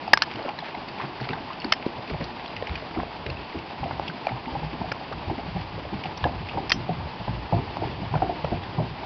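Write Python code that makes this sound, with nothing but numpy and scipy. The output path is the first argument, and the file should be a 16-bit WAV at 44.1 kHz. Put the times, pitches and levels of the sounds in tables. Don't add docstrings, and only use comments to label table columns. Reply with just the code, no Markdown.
import sys
import numpy as np
from scipy import signal
from scipy.io import wavfile

SR = 44100
rng = np.random.default_rng(int(sys.argv[2]) if len(sys.argv) > 2 else 0)


def voltage_ratio(level):
    return 10 ** (np.asarray(level, float) / 20)


def generate_wav(sig):
    pcm = np.round(np.clip(np.atleast_2d(sig).T, -1, 1) * 32767).astype(np.int16)
    wavfile.write(sys.argv[1], SR, pcm)


N = 399105


def rms_one(x):
    return x / np.sqrt(np.mean(x ** 2) + 1e-20)


def band(x, low_hz, high_hz, order=2):
    sos = signal.butter(order, [low_hz, min(high_hz, 0.45 * SR)], "band", fs=SR, output="sos")
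    return signal.sosfilt(sos, x + 1e-18)


def seconds_axis(seconds):
    return np.arange(int(seconds * SR)) / SR


def fade(t, t60):
    return voltage_ratio(-60 * t / t60)


def drift(rate_hz):
    r = np.exp(-2 * np.pi * rate_hz * 40 / SR)
    slow = signal.lfilter([1], [1, -2 * r, r * r], rng.standard_normal(N // 40 + 2002))[2000:]
    return np.interp(np.arange(N) / 40, np.arange(len(slow)), rms_one(slow))


def ring(force, hz, t60):
    r = voltage_ratio(-60 / (t60 * SR))
    w = 2 * np.pi * hz / SR
    return signal.lfilter([0, np.sin(w)], [1, -2 * r * np.cos(w), r * r], force + 1e-18)


def contact(seconds, size):
    push = np.zeros(size)
    bump = np.hanning(max(int(seconds * SR), 3) + 2)[1:-1]
    push[:len(bump)] = bump / bump.sum()
    return push


def body(force, modes, spread_db, detune):
    total = 0
    for k, (hz, db, t60) in enumerate(modes):
        strength, shift = rng.standard_normal(2)
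        tone = ring(force, hz * (1 + detune * shift), t60)
        total = total + voltage_ratio(db + spread_db * strength) * tone * (-1) ** k
    return total


def add(track, wave, s, peak_db):
    i = max(int(s * SR), 0)
    track[i:i + len(wave)] += (voltage_ratio(peak_db) * wave / np.abs(wave).max())[:N - i]


# pitch in Hz, level in dB per Hz.
STREAM_COLOUR = [(24, -38.5), (40, -15), (90, -5), (146, 2), (331, 2.5), (514, -5), (674, -1.5), (867, 2),
                 (1320, -9), (2040, -8), (2680, -6.5), (3910, -14), (4620, -12), (5020, -14), (5500, -24),
                 (5940, -27.5), (13100, -120)]


def stream(level_db):
    colour_hz, colour_db = np.transpose(STREAM_COLOUR)
    hz = np.maximum(np.fft.rfftfreq(N, 1 / SR), 1)
    colour = voltage_ratio(np.interp(np.log(hz), np.log(colour_hz), colour_db))
    noise = np.fft.irfft(np.fft.rfft(rng.standard_normal(N)) * colour, N)
    low, middle, high = band(noise, 10, 500), -band(noise, 500, 1200), band(noise, 1200, 9000)
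    shared = drift(25)
    water = np.zeros(N)
    for part, depth_db in [(low, 1.1), (middle, 1.0), (high, 0.7)]:
        water += part * voltage_ratio(depth_db * (shared + drift(15)))
    return voltage_ratio(level_db) * water / np.std(band(noise, 300, 6000))


# pitch in Hz, level in dB, ring time (to -60 dB) in seconds.
DECK_MODES = [
    (57.4, -4, 0.47),
    (92.2, -6.5, 0.45),
    (116.7, -6, 0.33),
    (137.1, -3, 0.26),
    (169, -3, 0.16),
]


def rumble(level_db):
    shake = rng.standard_normal(N) * voltage_ratio(5.1 * drift(3.4))
    loose = [(hz, db, t60 / 3) for hz, db, t60 in DECK_MODES]
    return voltage_ratio(level_db) * rms_one(band(body(shake, loose, 0, 0), 60, 250))


# time in seconds, stream level in dB, deck rumble level in dB.
BACKGROUND = [
    (0.0, -40, -54),
    (7.591, -39.5, -37.5),
    (7.99, -39, -30),
    (9.05, -40, -34),
]


def background():
    s, stream_db, rumble_db = np.transpose(BACKGROUND)
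    t = np.arange(N) / SR
    return stream(np.interp(t, s, stream_db)) + rumble(np.interp(t, s, rumble_db))


def air():
    return voltage_ratio(-58.5 + 2.0 * drift(2)) * rms_one(band(rng.standard_normal(N), 12, 40))


# start in seconds,
# peak level in dB, middle pitch in Hz.
STONE_FLICKS = [(0.337, -31, 2590), (0.4259, -31, 4270), (0.709, -32, 2550), (0.7483, -26.5, 2220),
                (0.9852, -31, 2520), (1.237, -32, 1950), (1.289, -20, 2400), (1.306, -24.5, 2580),
                (1.5307, -26.5, 2590), (1.607, -37, 4400), (1.644, -22, 4570), (1.8255, -26.5, 2530),
                (2.0755, -30, 2600), (2.135, -31.5, 2340), (2.624, -32, 1900), (2.6933, -24, 2120),
                (2.9483, -30.5, 2250), (3.3687, -31, 2640), (3.5269, -32, 2060), (4.268, -21, 2390),
                (4.283, -22, 1190), (4.2905, -26, 2160), (4.296, -34, 2310), (4.4563, -28, 2000),
                (4.7293, -29, 2540), (5.3812, -30, 2210), (0.5877, -26, 4000), (1.7236, -20, 660),
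                (4.9176, -19, 1480), (1.211, -32, 4350), (1.243, -34, 4300), (6.2405, -37, 2870),
                (6.4936, -26, 2780), (8.448, -24.5, 1320), (8.152, -29, 1350), (8.22, -25, 1400),
                (1.332, -30, 3620)]
# start in seconds, peak level in dB, middle pitch in
# Hz.
CHIPS_AND_GRIT = [
    (2.1, -27, 2200),
    (3.3, -29.5, 4200),
    (2.478, -33, 4000),
    (4.098, -21.5, 1500),
    (3.3, -25, 2700),
    (3, -20, 1100),
    (1.6, -27.5, 4400),
    (3.912, -25, 1460),
                  (0.077, -26, 2600),
    (0.077, -31.5, 4800),
    (0.603, -33, 3400),
    (0.885, -30, 4450),
    (1.364, -28, 1220),
    (2.911, -29, 1170),
    (2.974, -27, 1170),
    (3.263, -28, 3900),
    (8.633, -33, 3390),
    (6.2403, -19, 1050),
]


def flicks(rows):
    out, t = np.zeros(N), seconds_axis(0.03)
    t60 = 0.016
    for s, db, hz in rows:
        force = contact(0.0001, len(t)) + 0.45 * rng.standard_normal(len(t)) * fade(t, t60)
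        modes = [(hz * 0.49, -6, t60 * 0.55), (hz, 0, t60), (min(hz * 1.9, 5200), -8, t60 * 0.4)]
        wave = body(force, modes, spread_db=2.8, detune=0.012)
        add(out, band(wave, hz / 2.4, hz * 2.9, order=1), s, db)
    return out


# start in seconds, peak level in dB, pitch of the hollow in Hz.
LEAVING_HOOVES = [(0.079, -20, 740), (0.278, -28, 835), (0.392, -29, 575), (0.45, -23.5, 553),
                  (0.484, -19.5, 846), (0.623, -27.5, 740), (0.745, -25, 810), (0.999, -24, 1000),
                  (1.039, -30, 930), (1.213, -27, 690), (1.295, -26.5, 500), (1.33, -23, 900),
                  (1.374, -28, 740), (1.504, -25.5, 1036), (1.985, -27, 658), (2.144, -25, 723),
                  (2.206, -26, 490), (2.677, -29.5, 815), (2.824, -29, 530)]
# start in seconds, peak level in dB, pitch of the hollow in Hz.
FLAT_HOOVES = [(3.262, -25.5, 513), (3.292, -28, 565), (3.554, -32, 644), (4.319, -24.5, 794),
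               (4.48, -27, 793), (4.552, -21.5, 853), (4.631, -24.5, 760), (5.012, -27, 766),
               (5.114, -27.5, 516), (5.299, -19.5, 805), (5.385, -25.5, 744), (5.563, -26, 746),
               (5.78, -30, 557), (6.056, -24, 707), (6.289, -28, 662), (6.33, -31, 866), (6.555, -28, 501),
               (7.005, -35, 845), (7.069, -31.5, 600), (7.205, -30.5, 640), (7.28, -20.5, 787),
               (7.5255, -14, 720), (7.579, -25, 800), (7.711, -34, 686), (8.032, -29, 680),
               (8.221, -12, 710), (8.295, -16.5, 760), (8.525, -19, 714), (8.979, -33, 784),
               (9.03, -27, 830)]
# start in seconds, heel level in dB, heel pitch in Hz,
# delay of the toe in seconds, toe level in dB.
ROLLED_HOOVES = [
    (2.962, -23.5, 700, 0.028, -23),
    (3.832, -20.5, 824, 0.026, -23),
    (4.815, -22, 800, 0.028, -23),
    (6.2541, -13, 665, 0.012, -20.5),
    (6.573, -18.5, 830, 0.01, -21.5),
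    (6.892, -18, 740, 0.018, -29),
    (7.82, -19.5, 690, 0.015, -22),
    (8.139, -16, 830, 0.016, -15.5),
    (8.784, -21.5, 863, 0.016, -19),
]


def clops():
    out, t = np.zeros(N), seconds_axis(0.2)
    cup_hz, t60 = 757, 0.038
    hits = LEAVING_HOOVES + FLAT_HOOVES
    for s, heel_db, hz, lag, toe_db in ROLLED_HOOVES:
        hits = hits + [(s, heel_db, hz), (s + lag, toe_db, cup_hz ** 2 / hz)]
    for s, db, hz in sorted(map(tuple, hits)):
        settling = np.clip(t / 0.0014, 0, 1) * fade(t, 1.6 * t60)
        force = contact(0.00064, len(t)) + 0.11 * rng.standard_normal(len(t)) * settling
        splinters = band(force, 700, 2600)
        add(out, splinters, s - 0.001, db - 24.0)
        swell = ring(ring(force, hz, 0.0048), hz, 0.004)
        modes = [(hz, 0, t60 * 0.42), (hz * 0.99, -6, t60 * 0.091),
                 (hz * 1.147, -3, t60 * 0.45), (hz * 0.92, -10, t60 * 0.29)]
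        add(out, body(swell, modes, spread_db=4, detune=0.02), s - 0.002, db)
    return out


def under_deck(x):
    t = seconds_axis(0.3)
    scatter = rng.standard_normal(len(t)) * np.clip(t / 0.016, 0, 1) * fade(t, 0.52)
    tail = signal.oaconvolve(x, scatter / np.linalg.norm(scatter))[:N]
    return voltage_ratio(-11) * band(tail, 250, 2200, order=1)


# delay in seconds, level in dB.
ECHO_PATHS = [
    (.013, -16),
    (.024, -20.5),
    (.039, -18),
    (.057, -19.5),
    (.083, -27),
]


def rails(x):
    dull = band(x, 150, 3500, order=1)
    out = np.zeros(N)
    for k, (s, db) in enumerate(ECHO_PATHS):
        late = np.interp(np.arange(N) - s * SR, np.arange(N), dull, left=0)
        out += voltage_ratio(db) * late * (-1) ** k
    return out


# start in seconds, peak level in dB, rattle length in seconds,
# pitch of the lever body in Hz, treble level in dB.
LEVER_HITS = [(0.1326, 10, 0.0048, 1690, -3), (0.1731, -7.5, 0.00023, 1440, -3.5),
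              (0.182, -33, 0.0027, 1770, 2), (0.2202, -2, 0.00022, 1370, 0), (0.229, -22, 0.010, 1713, -2),
              (1.7202, -10.5, 0.0016, 2090, 1), (1.7218, -4, .0036, 2120, 0),
              (1.7325, -22, 0.00089, 1830, 2.5), (4.9166, -17, .002, 2300, -6),
              (6.2401, -13, 0.00087, 2780, -10.5), (6.6945, -20, 0.0008, 2820, 5),
              (6.701, -17, 0.0021, 1716, -3.5), (6.7033, -19.5, 0.001, 2030, -2.5),
              (6.7180, -5, 0.0003, 1800, 3)]
# start in seconds, peak level in dB, rattle length in seconds,
# pitch of the lever body in Hz, treble level in dB.
LEVER_BOUNCES = [
    (0.1762, -23, .0003, 1170, -19),
    (1.7344, -16, 0.00059, 1800, -1),
    (4.9198, -16, 0.002, 1400, -5),
    (6.6956, -19, 0.0013, 2780, -5),
    (6.7052, -14, 0.00074, 2280, -4),
    (6.7194, -0.5, 0.0003, 1840, 6),
    (0.1340, -2, 0.0014, 1710, 3),
    (0.188, -29, 0.0029, 1740, -6),
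]
# pitch in Hz, level in dB, ring time in seconds.
LEVER_LOW = [
    (463, -1, 0.0044),
    (740, 6.5, 0.0033),
    (1090, 4, 0.004),
]
# multiple of the body pitch, level in dB, ring time in seconds.
LEVER_MIDDLE = [
    (0.762, -7, 0.0083),
    (1.001, 1, 0.0099),
    (1.249, 2, 0.0023),
]
# pitch in Hz, level in dB, ring time in seconds.
LEVER_HIGH = [
    (2600, -3, 0.0024),
    (2974, -1, 0.0076),
    (3420, -8.5, 0.0031),
    (4300, 3.5, 0.0033),
    (5200, -2, 0.0064),
    (6200, -2, 0.009),
]


def snaps(rows):
    out, t = np.zeros(N), seconds_axis(0.15)
    size = len(t)
    for s, db, length, hz, treble_db in rows:
        bass_db = -5.5 + 0.25 * min(db, 0) - 1.6 * treble_db
        touches = (rng.random(size) < 4000 / SR) * rng.choice([-1, 1], size) * rng.uniform(0.71, 1, size)
        rattle = np.clip((length - t) / 0.0005, 0, 1)
        rattle += 0.24 * fade(np.maximum(t - length, 0), 0.024)
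        force = touches * rattle * (1 - 0.3 * np.clip(t / length, 0, 1))
        force[0] = 0.51
        held = 0.74 if length < 0.00028 else 1
        middle = [(k * hz, level, t60 * held) for k, level, t60 in LEVER_MIDDLE]
        wave = body(force, middle, spread_db=1, detune=0.02)
        wave += voltage_ratio(treble_db) * body(force, LEVER_HIGH, spread_db=0.86, detune=0.01)
        wave += voltage_ratio(bass_db) * body(force, LEVER_LOW, spread_db=1.0, detune=0.011)
        wave += 6.0 * band(force, 680, 4000, order=1)
        add(out, band(wave, 280, 6400), s, db)
    return out


# start in seconds, peak level in dB,
# pitch in Hz, ring time in seconds.
CAMERA_RINGS = [(0.1342, -2, 5190, .016), (0.139, -23, 5000, 0.04), (0.1345, -8, 1000, .018),
                (0.1733, -18, 5250, .012), (0.2204, -15, 5400, .012), (0.139, -25, 1650, 0.09),
                (0.2245, -24, 1720, 0.05), (0.2246, -30, 3150, 0.04), (1.726, -34, 5250, 0.1),
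                (1.727, -26, 1750, .05), (1.728, -32, 3140, 0.08), (6.242, -18, 1690, 0.04),
                (6.241, -19, 2830, .012), (1.7226, -11, 5200, .016), (1.7222, -13, 1310, .018),
                (1.7228, -20, 5650, .01), (1.7232, -10, 2125, .018), (1.7238, -12, 3035, .016),
                (4.9168, -19, 2380, .008), (4.917, -22, 560, .02), (6.7180, -9, 1840, .022),
                (6.7184, -16, 3570, .01), (6.7184, -16, 4310, .01), (6.718, -21, 3160, 0.07),
                (6.719, -29, 5787, 0.11), (6.720, -26, 5230, 0.11), (6.6955, -18, 5230, .013),
                (6.701, -19, 5200, .012)]


def housing():
    out, size = np.zeros(N), int(0.15 * SR)
    for s, db, hz, t60 in CAMERA_RINGS:
        add(out, -ring(contact(0.0001, size), hz, t60), s, db)
    return out


# start in seconds, peak level in dB, length in seconds,
# middle pitch in Hz.
HOOF_DRAGS = [(0.294, -26, 0.11, 2190), (0.348, -23, 0.078, 890), (0.436, -27, 0.072, 1400),
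              (0.627, -25, 0.066, 2160), (0.977, -23.5, 0.081, 2020), (1.201, -26, 0.064, 2600),
              (1.291, -26.5, .11, 1500), (1.498, -31, .05, 2480), (2.076, -37, 0.25, 2300),
              (2.651, -26, 0.19, 2400), (2.949, -31, 0.085, 1190), (2.391, -25, 0.036, 2360),
              (4.3, -34, 0.025, 2400), (8.14, -26, 0.043, 1440), (8.223, -32, 0.062, 1440)]


def scuffs():
    out, t = np.zeros(N), seconds_axis(0.3)
    size = len(t)
    for s, db, length, hz in HOOF_DRAGS:
        grains = (rng.random(size) < 1800 / SR) * rng.standard_normal(size)
        grains *= voltage_ratio(3.14 * rng.exponential(1, size))
        slide = np.sin(np.pi * np.clip(t / length, 0, 1)) ** 0.18
        add(out, band(grains * slide, hz / 2.0, hz * 1.23), s, db)
    return out


# start in seconds, peak
# level in dB, middle pitch in Hz.
GRIT_TICKS = [(0.312, -26.5, 2820), (0.488, -25, 2640), (0.587, -25, 2040), (0.65, -31, 1890),
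              (0.673, -31, 1970), (0.8828, -29.5, 2430), (1.0186, -26, 2060), (1.1998, -27.5, 1570),
              (0.3566, -28.5, 2580), (1.332, -23, 1640), (1.6174, -27, 2320), (1.6416, -24.5, 1640),
              (2.097, -29, 2380), (2.2082, -28, 1900), (2.2396, -28.5, 4430), (2.4587, -29, 2770),
              (2.564, -23, 2280), (2.67, -23.5, 2380), (2.754, -22.5, 2460), (3.2627, -22.5, 2300),
              (3.5868, -30, 2470), (3.839, -26.5, 2430), (4.079, -21.5, 2970), (8.6353, -33, 2220),
              (5.1244, -24, 1360), (5.61, -29.5, 2440), (6.0367, -24, 2620), (6.0556, -26, 2370),
              (6.173, -26.5, 5200), (6.486, -25.5, 2600)]


def ticks():
    out, t = np.zeros(N), seconds_axis(0.08)
    for s, db, hz in GRIT_TICKS:
        burst = rng.standard_normal(len(t)) * fade(t, 0.031) * np.clip(t / 0.002, 0, 1)
        sparkle_db = -12 + 11 * np.log2(hz / 2400)
        wave = band(burst, hz / 1.24, hz * 1.2) + voltage_ratio(sparkle_db) * band(burst, 3600, 4900)
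        add(out, wave, s - 0.001, db + 0.23)
    return out


# start in seconds, weight level in dB, boom pitch in Hz,
# end plank level in dB, plank pitch in Hz.
STEPS_OFF = [(0.35, -34, 116, -32, 223), (0.449, -40, 156, -33, 390), (0.878, -46, 211, -39, 262),
             (1.034, -30, 144, -30, 320), (1.214, -27, 125, -27.5, 208), (1.303, -25, 151, -25.5, 210),
             (1.65, -31, 204, -23.5, 293), (1.863, -36.5, 85.5, -30.5, 200), (1.983, -34.5, 114, -46, 250),
             (2.21, -24.5, 169, -26, 235), (2.565, -34, 115, -42, 250)]
# start in seconds, peak level in dB, deck pitch in Hz.
PAIR_THUDS = [(2.115, -24, 68.4), (2.697, -23, 71), (2.978, -26.5, 85.4), (3.266, -25.5, 69),
              (3.383, -35.5, 64), (3.551, -30, 78), (3.805, -24.5, 64.5), (4.313, -23, 116),
              (4.52, -32, 70), (4.616, -22, 158), (4.802, -26, 108), (5.273, -24, 90), (5.55, -20, 159),
              (5.742, -29, 152), (5.922, -25.5, 195), (6.046, -28.5, 159), (6.228, -18, 79),
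              (6.54, -26.5, 156), (6.757, -24.5, 221), (6.887, -20.5, 164), (7.199, -26.5, 101),
              (7.279, -18.5, 137.4), (7.527, -14, 129), (7.794, -27, 107), (8.018, -23, 153),
              (8.112, -23.5, 90), (8.138, -15, 154), (8.429, -23.5, 72), (8.52, -19.5, 149),
              (8.78, -17.5, 144)]


def thuds():
    out, t = np.zeros(N), seconds_axis(0.5)
    share = t / 0.012
    leaving = [(s - 0.0044, db, hz) for s, db, hz, _, _ in STEPS_OFF]
    for s, db, hz in leaving + PAIR_THUDS:
        beams_db = -27.5 if s < 2.05 else -6.5
        t60 = 0.17 * (hz / 100) ** -0.39
        uneven = 0.031 * rng.standard_normal(len(t)) * share * np.exp(1 - share)
        force = signal.lfilter([0.05], [1, -0.95], contact(0.0045, len(t)) + uneven)
        boom = ring(force, hz, np.clip(0.8 * t60, 0.03, 0.5))
        boom += voltage_ratio(beams_db) * body(force, DECK_MODES, spread_db=1.0, detune=0.03)
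        add(out, band(boom, 65, 600, order=1), s - 0.003, db + 0.5)
    return out


# start in seconds, peak level in dB, plank pitch in Hz.
PLANK_KNOCKS = [(2.099, -27, 431), (2.91, -40, 276), (2.972, -22, 326), (3.545, -28.5, 398),
                (3.842, -31, 249), (4.308, -32, 236), (4.471, -30, 257), (4.731, -30.5, 320),
                (4.809, -26.5, 210), (5.281, -32, 347), (5.311, -24.5, 319), (5.379, -30.5, 258),
                (5.926, -27, 320), (6.257, -23, 292), (6.311, -30.5, 212), (6.551, -34, 328),
                (6.601, -31, 272), (6.743, -28.5, 275), (6.889, -27, 413), (7.521, -33, 324),
                (7.545, -24, 346), (7.588, -27, 250), (7.821, -26, 325), (8.137, -25.5, 211),
                (8.222, -24.5, 320), (8.239, -28, 319), (8.292, -29, 308), (8.518, -22.5, 336),
                (8.79, -28, 350), (8.821, -25.5, 214)]
# pitch in Hz, level in dB, ring time in seconds.
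PLANK_MODES = [
    (250, -6.5, 0.28),
    (293, -6.5, 0.19),
    (349.4, -5.5, 0.32),
    (404, 7.5, 0.037),
    (449, -8.5, 0.51),
]


def knocks():
    out, size = np.zeros(N), int(0.15 * SR)
    end_planks = [(s, db, hz) for s, _, _, db, hz in STEPS_OFF]
    for s, db, hz in end_planks + PLANK_KNOCKS:
        force = contact(0.0022, size)
        wave = ring(force, hz, 0.069) + voltage_ratio(-10.5) * body(force, PLANK_MODES, spread_db=5.0, detune=0.05)
        add(out, wave, s - 0.001, db + 2.5)
    return out


# start in seconds, peak level in dB, pitch in Hz.
SOFT_TONES = [(0.37, -28, 328), (0.402, -33, 317), (1.272, -24.5, 737), (1.404, -29.5, 290),
              (1.64, -32.5, 209), (1.645, -23.5, 888), (2.11, -22, 672), (2.137, -25.5, 150),
              (3.995, -27.5, 349), (4.09, -27, 172), (4.568, -27, 145), (4.736, -30, 150), (5.297, -27, 145),
              (5.434, -29, 247), (6.545, -23, 780), (6.575, -23, 317), (6.584, -28, 145), (7.29, -28, 242),
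              (7.571, -21, 130), (7.615, -32, 107), (7.783, -31, 279), (7.85, -22, 129), (7.872, -25, 387),
              (8.2, -28, 107), (8.204, -24, 791), (8.37, -30, 317), (8.44, -23, 156), (8.517, -22, 800),
              (8.769, -27, 355), (8.784, -19, 150), (8.811, -27, 400), (8.85, -34, 400), (8.91, -26, 140)]


def soft_tones():
    out, size = np.zeros(N), int(0.2 * SR)
    for s, db, hz in SOFT_TONES:
        push = contact(0.41 / hz, size)
        add(out, ring(push, hz, 16 / hz), s, db)
    return out


# start in seconds, peak level in dB, middle pitch in Hz,
# level of the crack in dB.
SHOE_STRIKES = [
    (1.863, -13.5, 347, -17),
    (2.624, -19.5, 508, -4),
    (2.91, -25, 298, -8),
    (3.032, -18.5, 690, -16),
    (3.909, -17.5, 810, -25.5),
    (3.996, -13.5, 835, -11),
    (4.269, -11, 740, -11),
    (5.852, -25.5, 603, -12),
    (7.769, -17, 840, -13),
    (8.4452, -14.5, 604, -12),
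]


def strikes():
    out, t = np.zeros(N), seconds_axis(0.06)
    t60 = 0.013
    for s, db, hz, crack_db in SHOE_STRIKES:
        modes = [(hz * 0.71, -8, t60 * 1.4), (hz, 0, t60), (hz * 1.29, -3, t60 * 0.54)]
        pulse = body(contact(0.0004, len(t)), modes, spread_db=2, detune=0.03)
        add(out, pulse, s - 0.0003, db)
        grit = rng.standard_normal(len(t)) * fade(t, 0.0055)
        add(out, band(grit, 1100, 3800), s - 0.0003, db + crack_db + 0.5)
    return out


def boards():
    out = np.zeros(N)
    for s, db, *_ in FLAT_HOOVES + ROLLED_HOOVES:
        out[int(s * SR)] = voltage_ratio(db + 21)
    return band(out, 450, 1300, order=1)


def scene():
    bed = background()
    hollow = clops()
    hard = knocks() + strikes() + soft_tones()
    echoes = rails(hollow + voltage_ratio(-4.0) * hard)
    lever = snaps(LEVER_HITS)
    steps = hollow + hard + thuds() + ticks() + scuffs()
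    bed += air()
    stones = flicks(STONE_FLICKS)
    lever += snaps(LEVER_BOUNCES) + housing()
    tail = under_deck(voltage_ratio(-6) * hollow + hard + boards())
    stones += flicks(CHIPS_AND_GRIT)
    return (bed + steps + echoes + tail + stones + lever)[None]


def roll_off(x):
    return signal.sosfilt(signal.butter(12, 6800, fs=SR, output="sos"), x)


def record(dry):
    x = signal.sosfilt(signal.butter(1, 45, "high", fs=SR, output="sos"), dry)
    x = np.clip(x, -0.82, 0.82)
    x = signal.sosfilt(signal.butter(6, 5500, fs=SR, output="sos"), x)
    x = signal.sosfilt(signal.ellip(10, 0.5, 85, 5900, fs=SR, output="sos"), x)
    return roll_off(np.clip(x, -1, 1))


dry = scene()
out = record(dry)
generate_wav(out)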